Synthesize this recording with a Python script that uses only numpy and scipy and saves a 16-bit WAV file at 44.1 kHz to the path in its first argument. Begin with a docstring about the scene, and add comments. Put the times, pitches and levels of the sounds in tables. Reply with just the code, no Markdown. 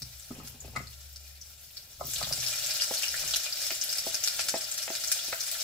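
"""Chopped garlic fries softly in a steel wok: noise and clumped, ringing bubble bursts.
From the start a wooden spoon stirs (stick-slip clicks, rumble), knocks the wok's modes and sets it swaying.
At 2 s a second load drops in: the sizzle flares and strong pops (hiss, crack, ring, fizz) crowd in.
From 2.9 s the spoon taps and scrapes a cutting board held above the wok.
Two ports close by hear it all, each sound followed by echoes of bowl, wall and hood."""
import sys
import numpy as np
from scipy import signal
from scipy.fft import rfft, irfft, next_fast_len
from scipy.io import wavfile

SR = 44100
rng = np.random.default_rng(int(sys.argv[2]) if len(sys.argv) > 2 else 0)


def put_to_file(sound):
    """Save the sound as 16-bit audio at rate SR, in the file named by the first command-line argument."""
    columns = np.atleast_2d(sound).T  # one column per channel
    safe = np.clip(columns, -1, 1)
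    whole_steps = np.round(safe * 32767)
    wavfile.write(sys.argv[1], SR, whole_steps.astype(np.int16))


def to_linear_factor(level_db):
    """Convert decibel levels (scalar or array-like) to linear amplitude factors."""
    exponent = np.asarray(level_db, float) / 20
    return 10 ** exponent


N = 248283

# All table levels are relative; mix gains follow.
# vigour of frying, set by the middling bubbles: t/s, level/dB
FRY_VIGOUR = [(0.0, -53), (0.3, -54), (0.9, -55), (1.4, -56), (1.97, -54.5), (2.05, -42), (2.11, -35.5),
              (2.23, -40.5), (2.33, -35.5), (2.74, -34.5), (3.26, -35.5), (3.45, -38), (4.14, -37),
              (4.45, -38.5), (4.99, -38), (5.3, -37.5), (5.63, -35)]
# spectrum of frying: f/Hz, density/dB per Hz
FRY_SPECTRUM = [(210, -24.5), (350, -21.5), (445, -31), (611, -13), (971, -24.5), (1380, -11.5),
                (1780, -10), (2870, -11.5), (3310, -7.5), (5430, -2.5), (6680, -4.5), (7470, -5),
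                (9950, -3), (11300, -4), (15800, 2.5)]
# air resonances of the bowl: f/Hz, width/Hz, level/dB (used up to 9)
BOWL_RESONANCES = [(588, 320, 12.5), (1388, 41, 3), (1541, 11, 5), (2427, 57, 3.5), (2876, 48, 8),
                   (5280, 700, -11.5), (7230, 32, 8), (7680, 150, 3), (11430, 440, -0.5)]
# pushes that sway the whole wok on the hob: start t/s, level/dB, starting f/Hz, swell time/s
SWAY_PUSHES = [(0.0, -50, 63, 0.036), (0.129, -52.5, 68.6, 0.037), (0.3, -59, 66.4, 0.13),
               (0.6, -48, 66.1, 0.11), (0.868, -48.5, 69, 0.2), (1.979, -49.5, 68, 0.044),
               (2.171, -53, 66.4, .06), (2.499, -65, 76.5, 0.31), (3.07, -56, 69, 0.043),
               (3.27, -56, 63, 0.045)]
# stirring and shoving: middle t/s, length/s, drag level/dB, rumble level/dB
STROKES = [(0.0, 0.15, -62, -43.5), (0.385, 0.15, -56, -49), (0.51, 0.18, -62, -53.5),
           (0.64, 0.041, -65, -52.5), (0.745, 0.24, -61.5, -46.5), (1.896, 0.36, -81, -68),
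           (2.32, 0.22, -56, -48), (2.18, 0.15, -70, -50), (2.614, 0.54, -68, -63),
           (3.23, 0.22, -57.5, -55), (4.05, 0.33, -61, -70), (4.46, 0.33, -60, -72),
           (4.986, 0.11, -68, -79), (5.323, 0.077, -74, -56)]
# spectrum of the dragging spoon: f/Hz, density/dB per Hz
DRAG_SPECTRUM = [(88, -11), (150, -7.5), (240, -20), (322, -17.5), (454, -16), (1030, -23), (1230, -36.5),
                 (2500, -22.5), (3250, -23), (5500, -120)]
# spectrum of the rumble through the hob: f/Hz, density/dB per Hz
RUMBLE_SPECTRUM = [(13, -52), (22, -47), (32, 3.5), (92, 9), (110, 4.5), (128, 8.5), (178, -2.5),
                   (220, -0.5), (290, -26), (480, -120)]
# loud steam bursts: t/s, peak level/dB, pitch f/Hz, ring/cycles, crack level over peak/dB
LOUD_POPS = [(0.0205, -22, 4830, 3, -7.5), (0.1969, -37, 7640, 9.2, -3), (0.2245, -39, 5780, 9, -9),
             (0.4657, -40, 9500, 8.7, -2), (0.4747, -36, 5980, 5.4, 4), (0.4975, -36, 13140, 10, -15),
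             (0.6039, -36, 7000, 27, -11), (0.8714, -38, 4370, 15, -1), (1.1602, -29, 4960, 4, -10),
             (1.414, -33.5, 5830, 14, -20), (1.4228, -42, 5600, 8.2, -9), (1.61, -44, 9290, 9.3, -1),
             (1.77, -28, 4470, 6.6, -8), (2.0696, -20.5, 14100, 4.7, -11), (2.1356, -23, 7000, 5.7, -0.5),
             (2.1608, -23, 3600, 7.2, -14), (2.2286, -24.5, 4260, 8.8, 5), (2.3256, -16.5, 4950, 6.4, -3.5),
             (2.4026, -23, 5870, 10, -19), (2.4635, -20, 4950, 8.4, -20), (2.4769, -31, 5340, 8.8, -1),
             (2.5578, -28, 5640, 8, 3), (2.5778, -22, 5550, 8.1, -12), (2.6627, -28.5, 7800, 6.4, 5),
             (2.708, -20.5, 4840, 6.9, -0.5), (2.7592, -33, 5400, 10, -11), (2.8115, -15.5, 4840, 7.9, -8),
             (2.8212, -16.5, 5030, 4.6, -1.5), (2.8364, -25, 5440, 8.8, 3), (2.939, -26, 5300, 3.8, 6),
             (2.9703, -27.5, 4430, 29, -15), (3.0213, -29.5, 5300, 7.9, 8), (3.0328, -25, 2720, 8.6, 8),
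             (3.0817, -19.5, 5200, 6, -5.5), (3.1419, -25, 1710, 3.3, 1), (3.1961, -19, 5500, 3.2, -5),
             (3.2773, -18.5, 6440, 5.2, -6), (3.3092, -20.5, 5300, 5.6, -1),
             (3.3383, -12.5, 3470, 2.6, -3.5), (3.3604, -18, 5900, 5.8, 3), (3.463, -36, 2400, 11.4, 16),
             (3.5249, -24.5, 4850, 20, -18), (3.6177, -27, 4930, 6.2, 4.5), (3.667, -23.5, 5340, 2.7, 2),
             (3.7058, -27, 2410, 2.7, 11.5), (3.8139, -12.5, 5860, 4.7, -15),
             (3.8382, -28.5, 11900, 5.9, 5.5), (3.8925, -25.5, 4940, 21, -23), (3.9128, -32, 5600, 6, -4),
             (3.9276, -20.5, 5250, 8.1, -2), (3.9839, -22, 5100, 15, 0), (4.0595, -30, 11490, 9, -8),
             (4.1447, -12, 5500, 2.5, -5.5), (4.2386, -11.5, 6100, 4.9, -10),
             (4.2753, -14.5, 4440, 2.9, 0.5), (4.3939, -27.5, 2500, 1.4, 16.5),
             (4.4092, -22, 4750, 3.1, 3.5), (4.4861, -21.5, 4670, 2.2, 7), (4.4959, -20, 6750, 7.8, -7),
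             (4.6101, -30.5, 4960, 5.1, 6.5), (4.6424, -26.5, 4770, 10, -15), (4.7144, -21, 7450, 9.5, -12),
             (4.7793, -29, 5650, 9.3, 7), (4.8277, -24.5, 5170, 7.3, 2.5), (4.8794, -37, 2900, 5.7, -9),
             (4.9521, -25, 4570, 4.3, 3), (5.0384, -19.5, 4970, 4.2, -4), (5.0754, -17, 6500, 4.8, -11),
             (5.1169, -19, 5450, 3.8, 5), (5.1188, -14, 8460, 5.8, -5), (5.1207, -16, 5560, 5.9, -33),
             (5.2296, -28, 4750, 12, -14), (5.4059, -20, 5570, 9.6, -18), (5.4307, -34.5, 6060, 8, -13),
             (5.4646, -29, 5420, 11, -14), (5.515, -27, 8700, 7, 4.5), (5.5515, -33.5, 1450, 4.1, -9),
             (5.6008, -23, 5400, 8.5, -11)]
# spoon and garlic on the wok: t/s, peak level/dB, f favoured by the contact/Hz, deep-mode level/dB
WOK_BLOWS = [(0.019, -68, 600, -47), (0.306, -32.5, 280, -53), (0.309, -44.5, 840, -54),
             (0.382, -39, 280, -49), (0.401, -50.5, 1100, -47), (0.44, -47, 280, -60),
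             (0.544, -52, 300, -51), (0.643, -41.5, 494, -49), (0.678, -48, 595, -47),
             (0.755, -44, 1200, -54), (0.763, -28.5, 1660, -39), (0.772, -40, 800, -43),
             (0.8, -42, 510, -42), (1.995, -48, 650, -56), (2.009, -28, 720, -57), (2.042, -47, 550, -46),
             (2.077, -46, 348, -55), (2.212, -31, 780, -55), (2.226, -51, 1200, -42.5),
             (2.269, -40, 750, -50), (2.308, -35, 664, -45.5), (2.375, -45, 593, -47.5),
             (3.234, -42, 755, -51.5)]
# modes of the wok: f/Hz, level/dB, t60/s
WOK_MODES = [(122.1, 1, 0.84), (149.7, 5, 0.2), (187.5, 0.5, 0.26), (242.4, 6, 0.1), (324, -5, 0.11),
             (391.5, -5, 0.18), (497, 2, 0.028), (578, 6.5, 0.034), (699, 2.5, 0.055), (827, -2, 0.028),
             (1026, -1, 0.016), (1040, -0.5, 0.042), (1270, 5.5, 0.034), (1510, -0.5, 0.038),
             (1447, 1.5, 0.037), (1680, -6, 0.044), (1974, 5, 0.028), (2160, 1.5, 0.021), (2430, 5, 0.013),
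             (2940, -5, 0.019)]
# spoon on the board: t/s, peak level/dB, brightness/dB, weight/dB
BOARD_TAPS = [(2.91, -25, -21, -10), (3.713, -36.5, 1, -2.5), (4.066, -26, -32, -6.5),
              (4.54, -19.5, -9.5, -10.5), (4.559, -29, -7, -7), (4.877, -31, 0.5, -20),
              (4.901, -28, -8, -6), (5.282, -40.5, -1, -1), (5.324, -36, 5, -28), (5.328, -27, 5.5, -33)]
# modes of the board: f/Hz, level/dB, t60/s
BOARD_MODES = [(270, 14, 0.014), (367, 7.5, 0.059), (556, 6.5, 0.017), (665, 1.5, 0.1), (825, 1, 0.023),
               (1368, 0, 0.033), (1572, -1, 0.041), (2000, 8.5, 0.012), (2540, 6.5, 0.014)]
# first echoes at each port: delay t/s, level/dB
ECHOES_LEFT = [(.0012, -19), (.0023, -3), (.0040, -19), (.0067, -3.5), (.0097, -2)]
ECHOES_RIGHT = [(.0013, -15), (.0025, -7), (.0037, 0.5), (.0079, -1), (.0098, -4.5)]
# colour difference of the ports: f/Hz, left minus right level/dB
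LEFT_LEAD = [(60, 2), (99, -1.5), (160, 0.5), (270, 1), (450, -2.5), (740, -1.5), (1220, 0.5), (2010, 5),
             (3330, 1.5), (5500, 3.5), (9080, 3.5), (15000, 5.5)]

PAN_SPOTS = 7
FULL_FRY_DB, HISS_WAVER_DB = -38, 2.2
# level at FULL_FRY_DB; share of the vigour's swing followed; lag of the big bubbles
SPRAY_DB, SPRAY_FOLLOWS = -38, 0.66
BIG_DB, BIG_FOLLOWS, BIG_LATE_S = -44.5, 0.89, 0.1
SWAY_RISE_HZ_PER_S = 4.73
IDLE_DRAG_DB, IDLE_RUMBLE_DB = -72.5, -64.5
SMALL_POPS, SMALL_POP_DB, SMALL_POP_SPREAD_DB = 110, 6, 4.5   # levels over the vigour
SMALL_POP_HZ, SMALL_POP_SPREAD_OCTAVES = 6430, 0.49
LEAK_S, SWELL_CYCLES, FIZZ_DB = .015, 2.1, -30.5
CRACK_REACH = 1.95   # upper edge as a multiple of the pitch
CONTACT_DB_PER_OCTAVE2, DEEP_HZ, DEEP_DB_PER_OCTAVE, LIGHT_HZ = 14.5, 154, 6.5, 900
GRAZE_S, GRAZE_DB, TICK_DB = .006, -15, 3.5
KITCHEN_T60_S, KITCHEN_DB = .3, -29
ALIKE_BELOW_HZ, ECHO_CUT_HZ = 1100, 13300


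def rms_one(x):
    """Scales to unit rms."""
    return x / np.sqrt(np.mean(x ** 2) + 1e-20)


def in_time(rows):
    """Interpolates level against time at every sample."""
    t_s, level_db = np.transpose(rows)
    return np.interp(np.arange(N) / SR, t_s, level_db)


def at_hz(points, hz):
    """Interpolates level on a log frequency axis."""
    points = np.array(points)
    return np.interp(np.log(hz), np.log(points[:, 0]), points[:, 1])


def cut(x, hz, kind):
    """Second-order Butterworth design."""
    return signal.sosfilt(signal.butter(2, hz, kind, fs=SR, output="sos"), x)


def colour(x, db_at):
    """Minimum-phase filter, gain in dB a function of frequency, by cepstrum folding."""
    hz = np.maximum(np.fft.rfftfreq(8192, 1 / SR), 1)
    cepstrum = irfft(np.log(to_linear_factor(db_at(hz))))
    cepstrum[1:4096] *= 2
    cepstrum[4097:] = 0
    response = irfft(np.exp(rfft(cepstrum)))
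    return signal.fftconvolve(np.atleast_2d(x), response[None], axes=1)[:, :N].squeeze()


def drift(rate_hz):
    """Slow noise of rms 1: white noise through a double pole."""
    r = np.exp(-2 * np.pi * rate_hz / SR)
    noise = rng.standard_normal(N + SR)
    return rms_one(signal.lfilter([1], [1, -2 * r, r * r], noise)[SR:])   # settled part


def ring(excitation, hz, t60_s):
    """Two-pole resonator: a unit click starts a decaying sine of height 1."""
    r = to_linear_factor(-60 / (t60_s * SR))
    w = 2 * np.pi * hz / SR
    return signal.lfilter([0, np.sin(w)], [1, -2 * r * np.cos(w), r * r], excitation + 1e-18)


def clicks(per_s, spread_db):
    """Random clicks of either sign, most small, a few large."""
    sizes = to_linear_factor(spread_db * np.minimum(rng.exponential(1, N), 5)) * rng.choice([-1, 1], N)
    return sizes * (rng.random(N) < per_s / SR)


def bowl(x):
    """Colour of the pan: broad spectrum with air resonances standing out."""
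    def db_at(hz):
        peaks = sum(to_linear_factor(min(db, 9)) / (1 + (2 * (hz - f) / width) ** 2)
                    for f, width, db in BOWL_RESONANCES)
        return at_hz(FRY_SPECTRUM, hz) + 20 * np.log10(1 + peaks)
    return colour(x, db_at)


def sizzle():
    """Steam bubbles burst in clumps over hiss; each rings a few cycles at a pitch set by its size."""
    vigour_db = in_time(FRY_VIGOUR)
    late_db = in_time(np.array(FRY_VIGOUR) + [BIG_LATE_S, 0])
    spray_db = SPRAY_DB + SPRAY_FOLLOWS * (vigour_db - FULL_FRY_DB)
    big_db = BIG_DB + BIG_FOLLOWS * (late_db - FULL_FRY_DB)
    bursts = clicks(4000 * to_linear_factor(4 * drift(25)), spread_db=3.2)
    pitch_of_burst = rng.integers(0, 18, N)
    grains = np.zeros(N)
    for k, hz in enumerate(np.geomspace(500, 15000, 18)):
        tilt = hz ** 1.36 / (hz + 6000) ** .5
        grains += ring(bursts * (pitch_of_burst == k), hz, 10.8 / hz) * tilt
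    hiss = to_linear_factor(-4.5 + HISS_WAVER_DB * drift(3.7)) * rng.standard_normal(N)
    fry = bowl(rms_one(grains) + hiss)
    big = to_linear_factor(big_db) * rms_one(cut(fry, 3900, "low"))
    middling = to_linear_factor(vigour_db) * rms_one(cut(fry, [3300, 8500], "band"))
    spray = to_linear_factor(spray_db) * rms_one(cut(fry, 11700, "high"))
    fry = big - middling + spray
    # bursting jumps about the pan every 200 samples
    spot = np.repeat(rng.integers(0, PAN_SPOTS, N // 200 + 1), 200)[:N]
    return to_linear_factor(-2.5) * fry * (spot == np.arange(PAN_SPOTS)[:, None])


def sway():
    """Slowest motion of the bowl: a low hum swells after each push and dies, its pitch rising a little."""
    out = np.zeros(N)
    for s, db, hz, swell_s in SWAY_PUSHES:
        t = np.maximum(np.arange(N) / SR - s, 0)
        swell = t / swell_s * np.exp(1 - t / swell_s)
        cycles = (hz + SWAY_RISE_HZ_PER_S * t / 2) * t
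        out += to_linear_factor(db + 3.5) * swell * np.sin(2 * np.pi * cycles)
    return out


def drag():
    """Dense stick-slip clicks and low noise through the hob; both swell and fade with each stroke."""
    s, length_s, drag_db, rumble_db = np.transpose(STROKES)
    swell = np.exp(-(2 * (np.arange(N)[:, None] / SR - s) / length_s) ** 2)
    slips = clicks(600 * to_linear_factor(3.5 * drift(15)), spread_db=1.0)
    slips = colour(slips, lambda hz: at_hz(DRAG_SPECTRUM, hz))
    rumble = colour(rng.standard_normal(N), lambda hz: at_hz(RUMBLE_SPECTRUM, hz))
    drag_gain = to_linear_factor(IDLE_DRAG_DB) + swell @ to_linear_factor(drag_db + 0.5)
    rumble_gain = to_linear_factor(IDLE_RUMBLE_DB) + swell @ to_linear_factor(rumble_db - 5.0)
    return drag_gain * rms_one(slips) + rumble_gain * rms_one(rumble)


def small_pops():
    """Lesser bursts at random times, level following the vigour; rows as in LOUD_POPS."""
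    luck = rng.normal(0, 1, (SMALL_POPS, 4))
    s = rng.uniform(LEAK_S, N / SR - .01, SMALL_POPS)
    vigour_db = np.interp(s, *np.transpose(FRY_VIGOUR))
    db = vigour_db + SMALL_POP_DB + SMALL_POP_SPREAD_DB * np.minimum(luck[:, 0], 1.5)
    hz = np.clip(SMALL_POP_HZ * 2 ** (SMALL_POP_SPREAD_OCTAVES * luck[:, 1]), 1000, 15000)
    cycles = 7.3 + 1.6 * luck[:, 2]
    crack_db = -9 + 4.3 * np.minimum(luck[:, 3], 1)
    return np.transpose([s, db, hz, cycles, crack_db])


def pops():
    """A large bubble leaks a growing hiss, cracks and rings; a fizz of droplets dies near its pitch."""
    out = np.zeros((PAN_SPOTS, N))
    rows = np.vstack([LOUD_POPS, small_pops()])
    lead = int(LEAK_S * SR)
    t = np.arange(-lead, SR // 12) / SR
    droplet_db = np.where(t < 0, -4 + 25 * t / LEAK_S, -60 * t / 0.063)
    droplets = rng.standard_normal((len(rows), len(t))) ** 3 / 4 * to_linear_factor(droplet_db)
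    for k, (s, db, hz, cycles, crack_db) in enumerate(rows):
        i = round(s * SR) - lead
        excite = to_linear_factor(FIZZ_DB) * droplets[k]
        excite[lead] = -1
        # a small source sends out little below its own pitch
        slope = np.diff(excite, prepend=0) / (2 * np.sin(np.pi * hz / SR))
        # the ring builds up over a windowed burst
        n = np.arange(int(SWELL_CYCLES * SR / hz))
        swell = np.cos(2 * np.pi * hz * n / SR) * np.hanning(len(n)) * 4 / len(n)
        bubble = ring(np.convolve(slope, swell)[:len(t)], hz, max(cycles, 1) / hz)
        bubble = bubble * to_linear_factor(-at_hz(FRY_SPECTRUM, hz))   # offsets the pan's broad colour
        crack = cut(excite, [hz / 5.04, min(CRACK_REACH * hz, 15000)], "band")
        pop = to_linear_factor(db) * (bubble + to_linear_factor(crack_db + 11.5) * crack)
        out[k % PAN_SPOTS, i:i + len(t)] += pop[:N - i]
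    return to_linear_factor(10.5) * bowl(out)


def wok():
    """Blows wake modes near the contact's pitch, and deep ones by weight; a graze leads, a rattle follows."""
    s, peak_db, contact_hz, weight_db = np.transpose(WOK_BLOWS)
    at = np.round(s * SR).astype(int)
    out = np.zeros(N)
    chance_db = rng.normal(0, 1.0, (len(s), len(WOK_MODES)))
    t = np.arange(SR // 6) / SR
    rattle = rng.standard_normal(len(t)) * (rng.random(len(t)) < .03) * to_linear_factor(-17 - 60 * t / 0.18)
    rattle[0] = 1
    lead = int(GRAZE_S * SR)
    graze = to_linear_factor(GRAZE_DB) * np.linspace(0, 1, lead) ** 2 * rng.standard_normal(lead)
    contact = np.r_[graze, rattle]
    for k, (hz, db, t60_s) in enumerate(WOK_MODES):
        near = to_linear_factor(peak_db - CONTACT_DB_PER_OCTAVE2 * np.log2(hz / contact_hz) ** 2)
        deep = to_linear_factor(weight_db - DEEP_DB_PER_OCTAVE * max(np.log2(hz / DEEP_HZ), 0))
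        strikes = np.zeros(N)
        strikes[at] = np.hypot(near, deep) * to_linear_factor(db - 4.5 + chance_db[:, k])
        if hz > LIGHT_HZ:   # only the light upper modes follow graze and rattle
            strikes = signal.oaconvolve(strikes, contact)[lead:lead + N]
        out += ring(strikes, hz, t60_s) * (-1) ** k
    ticks = np.zeros(N)
    ticks[at] = to_linear_factor(peak_db + TICK_DB) * (contact_hz / LIGHT_HZ) ** 2
    ticks = signal.oaconvolve(ticks, contact)[lead:lead + N]
    return cut(out, 4300, "low") + cut(ticks, [2500, 9000], "band")


def board():
    """Dry wooden taps: brightness drives the upper modes, weight the lowest."""
    s, peak_db, bright_db, weight_db = np.transpose(BOARD_TAPS)
    out = np.zeros(N)
    chance_db = rng.normal(0, 1.5, (len(s), len(BOARD_MODES)))
    for k, (hz, db, t60_s) in enumerate(BOARD_MODES):
        touch_db = (hz > 1000) * bright_db + (hz < 450) * weight_db
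        strikes = np.zeros(N)
        strikes[np.round(s * SR).astype(int)] = to_linear_factor(peak_db + touch_db + db - 9.0 + chance_db[:, k])
        out += ring(strikes, hz, t60_s) * (-1) ** k
    return cut(out, [200, 3000], "band")   # a small board sends out no deep bass


def kitchen(spots):
    """Direct sound, first echoes and diffuse tail per spot; long waves reach both ports nearly alike."""
    t = np.arange(int(KITCHEN_T60_S * SR)) / SR
    tail_gain = to_linear_factor(KITCHEN_DB - 60 * t / KITCHEN_T60_S) * (t > .001)
    answer = rng.choice([-1., 1.], (len(spots), 2, len(t))) * tail_gain
    spot, port = np.indices((len(spots), 2))
    direct = rng.integers(0, 4, spot.shape)   # delay in samples: paths differ by a finger's breadth
    for side, echoes in enumerate([ECHOES_LEFT, ECHOES_RIGHT]):
        for s, db in echoes:
            # paths differ from spot to spot
            lags = np.round(s * SR * rng.uniform(.93, 1.07, len(spots))).astype(int)
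            answer[np.arange(len(spots)), side, lags] += to_linear_factor(db)
    answer = cut(answer, ECHO_CUT_HZ, "low")   # echoes are duller
    answer[spot, port, direct] = 1
    size = next_fast_len(N + len(t))
    spectrum = np.sum(rfft(spots, size)[:, None] * rfft(answer, size), axis=0)
    heard = irfft(spectrum, size)[:, :N]
    alike = to_linear_factor(1.0) * spots.sum(axis=0) + 0.23 * heard
    return cut(heard, ALIKE_BELOW_HZ, "high") - cut(alike, ALIKE_BELOW_HZ, "low")


def scene():
    """Pan spots, wok body, board and drag, each from its own place in the kitchen."""
    return to_linear_factor(-4.5) * kitchen(np.vstack([sizzle() + pops(), wok() + sway(), board(), drag()]))


def top_cut(x):
    """Nothing passes above the cut-off."""
    return signal.sosfilt(signal.butter(12, 16960, fs=SR, output="sos"), x)


def record(dry):
    """Two ports of differing colour; a steep low-pass cuts the top."""
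    left = colour(dry[0], lambda hz: at_hz(LEFT_LEAD, hz) / 2)
    right = colour(dry[1], lambda hz: -at_hz(LEFT_LEAD, hz) / 2)
    low_pass = signal.cheby2(14, 60, 16250, fs=SR, output="sos")
    ports = signal.sosfilt(low_pass, [left, right])
    return top_cut(ports)


dry = scene()
out = record(dry)
put_to_file(out)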